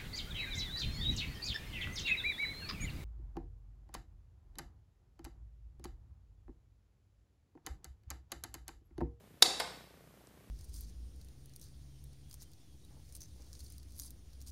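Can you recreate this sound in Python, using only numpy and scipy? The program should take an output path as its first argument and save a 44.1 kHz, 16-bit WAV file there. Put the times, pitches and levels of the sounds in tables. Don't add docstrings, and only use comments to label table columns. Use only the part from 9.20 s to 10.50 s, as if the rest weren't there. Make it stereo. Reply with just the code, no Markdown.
import sys
import numpy as np
from scipy import signal
from scipy.fft import rfft, irfft, next_fast_len
from scipy.io import wavfile
from scipy.ndimage import map_coordinates

SR = 44100
rng = np.random.default_rng(int(sys.argv[2]) if len(sys.argv) > 2 else 0)


def waveform_to_disk(signal):
    frames = np.transpose(np.atleast_2d(signal))
    scaled = np.clip(frames, -1, 1) * 32767
    samples = np.round(scaled).astype(np.int16)
    wavfile.write(sys.argv[1], SR, samples)


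N = 57330


def arc():
    # t/s, peak level/dB, rise/s, hold/s, T60/s
    crack_bursts = [
        (.2185, -27.5, 0.0036, .0005, .01),
        (.2229, 0.5, .0006, 0.0016, 0.023),
    ]
    # f/Hz, width/Hz, level/dB
    case_modes = [(1400, 370, -13.5), (2200, 210, -14), (3130, 270, -5.5), (3874, 275, 1), (4572, 120, 2),
                  (5385, 235, -1), (5993, 150, -4.5), (6480, 760, -9), (7750, 300, -15.5), (8982, 200, -7),
                  (11340, 790, -16.5), (13250, 970, -27.5)]
    # f/Hz, width/Hz, level/dB
    air_bands = [(387, 200, 6), (1500, 880, -2.5), (5300, 8100, -8), (11500, 1300, -23)]
    case_ring = shop(struck(crack_bursts, case_modes), wet_db=-10.5)
    air_crack = shop(struck(crack_bursts, air_bands), wet_db=-2.5)
    return case_ring + amp(-10) * air_crack


def table_thud():
    # t/s, peak level/dB, rise/s, hold/s, T60/s
    pushes = [
        (.2229, 2, .0002, .0002, .002),
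        (.2268, -9.5, .0002, .0002, .002),
    ]
    # f/Hz, width/Hz, level/dB
    table_modes = [(362.7, 130, 0), (547, 48, -7.5), (745, 120, 4.5), (1000, 200, -0.5)]
    thud = amp(-18.5) * struck(pushes, table_modes, noisy=False)
    return shop(thud, wet_db=-1.5)


def wall_slap():
    # t/s, peak level/dB, rise/s, hold/s, T60/s
    echoes = [
        (.2555, -20, .003, .006, .02),
        (.2445, -30, .002, .008, .03),
    ]
    # f/Hz, width/Hz, level/dB
    slap_bands = [(752, 99, -7), (3973, 900, -1), (4600, 600, -6.5)]
    return struck(echoes, slap_bands)


def relay():
    # t/s, peak level/dB, rise/s, hold/s, T60/s
    parting = [
        (.3955, -32, 0.0018, 0.0022, .008),
        (.3992, -23.5, .0002, .0006, .006),
    ]
    # f/Hz, width/Hz, level/dB
    contact_modes = [(4822, 2800, -2.5), (7847, 900, -5), (10300, 900, 2), (13490, 1500, -7.5)]
    # t/s, peak level/dB, rise/s, hold/s, T60/s
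    drop_out = [
        (.3992, -17, 0.00027, 0.0013, 0.0094),
        (.4018, -18.5, .0008, 0.0022, 0.052),
    ]
    # f/Hz, width/Hz, level/dB
    relay_modes = [(531.5, 130, 5.5), (905, 220, 3), (1160, 200, 0), (1414, 240, -3), (2070, 640, -5),
                   (3310, 500, -5.5), (3880, 300, -2.5), (4854, 1200, -6), (5370, 440, -3.5),
                   (7610, 900, -13.5), (10990, 6000, -22)]
    # t/s, peak level/dB, rise/s, hold/s, T60/s
    rebound = [
        (.4005, -32, .001, .006, .04),
        (.4175, -33, .001, .008, .025),
    ]
    # f/Hz, width/Hz, level/dB
    frame_modes = [(555, 170, -5.5), (790, 200, -1), (1181, 400, -9.5)]
    clack = struck(drop_out, relay_modes) + struck(rebound, frame_modes)
    click = struck(parting, contact_modes)
    return shop(clack, wet_db=-6.5) + shop(click, wet_db=-18.5)


def handling():
    # t/s, peak level/dB, rise/s, hold/s, T60/s
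    jaw_tick = [
        (1.0711, -46, .0002, .0006, .006),
    ]
    # f/Hz, width/Hz, level/dB
    jaw_modes = [(2500, 1500, -12), (4900, 1600, 0), (8500, 1000, 2)]
    # t/s, peak level/dB, rise/s, hold/s, T60/s
    finger_tap = [
        (1.0142, -31, .0002, .0002, .002),
    ]
    # f/Hz, width/Hz, level/dB
    stand_mode = [(720, 128, 0)]
    tap = amp(-22.5) * struck(finger_tap, stand_mode, noisy=False)
    return shop(struck(jaw_tick, jaw_modes) + tap, wet_db=-18.5)


def struck(bursts, modes, noisy=True):
    t = np.arange(N) / SR
    envelope = np.zeros(N)
    for start, db, rise, hold, t60 in bursts:
        decay_time = np.clip(t - start - rise - hold, 0, None)
        envelope += np.clip((t - start) / rise, 0, 1) * amp(db - 60 * decay_time / t60)

    def ring(f):
        total = 0
        for k, (centre, width, db) in enumerate(modes):
            resonance = 1j * f * width / (centre * centre - f * f + 1j * f * width)
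            total = total + (-1) ** k * amp(db) * resonance
        return total

    scale = np.sqrt(np.mean(np.abs(ring(np.linspace(0, SR / 2, num=2000))) ** 2))
    drive = envelope * (rng.standard_normal(N) if noisy else 1)
    return filtered(drive, ring) / scale


def shop(x, wet_db):
    # f/Hz, T60/s
    reverb_times = [(200, .7), (700, 0.56), (2000, 0.71), (4000, 0.6), (8000, .55), (14000, 0.25)]
    first_wall_s = .008
    hz, t, z = signal.stft(rng.standard_normal(SR), SR, nperseg=256)
    decay = amp(-60 * t / along(reverb_times, hz)[:, None])
    tail = signal.istft(z * decay, SR, nperseg=256)[1]
    tail = np.pad(tail / np.linalg.norm(tail), (int(first_wall_s * SR), 0))
    return x + amp(wet_db) * signal.fftconvolve(x, tail)[:N]


def fan():
    # f/Hz, level/dB per Hz
    fan_spectrum = [(25, -16.5), (80, -0.5), (140, 3.5), (300, -7), (800, -16), (2000, -22.5),
                    (5000, -53.5)]
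    lumps = map_coordinates(rng.standard_normal(60), [np.arange(N) * 25 / SR])
    return amp(-56.5 + 1.5 * lumps) * noise(fan_spectrum)


def frame_buzz():
    # t/s into the frame, relative size, scatter/s, ramp/s
    current_steps = [
        (.0035, .2, .0003, .0004),
        (.0073, .52, .00004, .0001),
        (.0077, -.9, .00006, .001),
        (.0088, .75, .00015, .0003),
        (.0124, -.45, .0002, .0007),
        (.0134, .25, .0003, .0012),
        (.0175, -.32, .0005, .0015),
        (.0193, .2, .0005, .002),
    ]
    frame_hz, step_vary = 30, .18
    supply_hz, supply_damp, smooth_hz = 110, .55, 5000
    blip_s, blip_from_s, blip_to_s = .00022, .008, .017
    frames = np.arange(int(N / SR * frame_hz) + 1) / frame_hz
    edges = np.zeros(N)
    for at, size, scatter, ramp in current_steps:
        late, vary = rng.standard_normal((len(frames), 2)).T
        places = ((frames + at + scatter * late) * SR).astype(int)
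        impulses = np.bincount(places, size * (1 + step_vary * vary), N + SR)
        width = max(int(ramp * SR), 1)
        edges += np.convolve(impulses, np.ones(width) / width)[:N]

    def leak(f):
        supply = supply_hz ** 2 - f * f + 2j * supply_damp * f * supply_hz
        return (1j * f) * SR / (2 * np.pi) / supply / (1 + 1j * f / smooth_hz)

    place, depth = rng.random((len(frames), 2)).T
    start = frames + blip_from_s + (blip_to_s - blip_from_s) * place
    dips = np.bincount((start * SR).astype(int), depth, N + SR)[:N]
    blips = -np.convolve(dips, np.hanning(int(2 * blip_s * SR)))[:N]
    ripple = np.cos(2 * np.pi * 60 * (np.arange(N) / SR - .0083))
    return amp(-42.5) * filtered(edges, leak) + amp(-48) * blips + amp(-63) * ripple


def input_hiss():
    # f/Hz, level/dB per Hz
    hiss_spectrum = [(25, -13), (100, 16.5), (400, 3), (2500, -0.5), (5000, -7), (14000, -6.5)]
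    return amp(-65.5) * noise(hiss_spectrum)


def microphone_hiss():
    # f/Hz, level/dB per Hz
    air_spectrum = [(25, -30.5), (300, 5), (1200, -0.5), (3000, -0.5), (7000, -6.5), (14000, -3.5)]
    return amp(-64) * noise(air_spectrum)


def noise(spectrum):
    return unit(filtered(rng.standard_normal(N), lambda hz: amp(along(spectrum, hz))))


def gain_control():
    # t/s, sound level/dB, amplifier noise level/dB
    gain_points = [
        (0, -3, 1),
        (0.228, -2, 0),
        (0.238, -8, 8),
        (0.312, -6, 9),
        (0.498, -4.5, 8),
        (.6, -5, 6.5),
        (.68, -5, 2.5),
        (0.799, -1, 1.5),
        (1.3, -1.5, 1),
    ]
    s, duck_db, rise_db = np.transpose(gain_points)
    t = np.arange(N) / SR
    return amp(np.interp(t, s, duck_db)), amp(np.interp(t, s, rise_db))


def overloaded(x):
    clip, hardness, mic_hz = 1.1, 4, 150
    limited = x / (1 + np.abs(x / clip) ** hardness) ** (1 / hardness)
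    return filtered(limited, lambda f: (1j * f / (mic_hz + 1j * f)) ** 4)


def unit(x):
    return x / np.sqrt(np.mean(x ** 2) + 1e-20)


def along(points, hz):
    f, v = np.transpose(points)
    return np.interp(np.log(hz + 1), np.log(f + 1), v)


def filtered(x, response):
    m = next_fast_len(N + SR // 2)
    return irfft(rfft(x, m) * response(np.fft.rfftfreq(m, 1 / SR)), m)[..., :N]


def amp(db):
    return 10 ** (np.asarray(db) / 20)


def scene():
    duck, rise = gain_control()
    near = overloaded(arc() + table_thud() + wall_slap() + relay() + handling())
    input_hz = 28
    electrical = frame_buzz() + input_hiss()
    left = rise * filtered(electrical, lambda f: (1j * f / (input_hz + 1j * f)) ** 2)
    right = duck * (near + fan()) + rise * microphone_hiss()
    return np.array([left, right])


def record(dry):
    starve_hz, starve_db, attack_db = 9500, -18, -22
    top_hz, above_db, edge_hz = 14650, -36.5, 15900
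    hz, _, z = signal.stft(dry, SR, nperseg=1024)
    power = np.abs(z) ** 2
    bands = power[:, :-1].reshape(2, -1, 8, z.shape[-1]).mean(axis=2)
    bands = np.repeat(bands, 8, axis=1)
    quiet = bands < amp(2 * starve_db) * power.mean(axis=1, keepdims=True)
    weak = quiet & (hz[:-1, None] > starve_hz)
    calm = power.sum(axis=1, keepdims=True) < amp(2 * attack_db)
    kept = np.concatenate([z[:, :-1] * ~(weak & calm), z[:, -1:]], axis=1)
    x = signal.istft(kept, SR, nperseg=1024)[1][:, :N]
    x = filtered(x, lambda f: np.where(f < top_hz, 1, amp(above_db)) * (f < edge_hz))
    return x / np.maximum(np.abs(x).max(axis=1, keepdims=True), 1)


dry = scene()
out = record(dry)
waveform_to_disk(out)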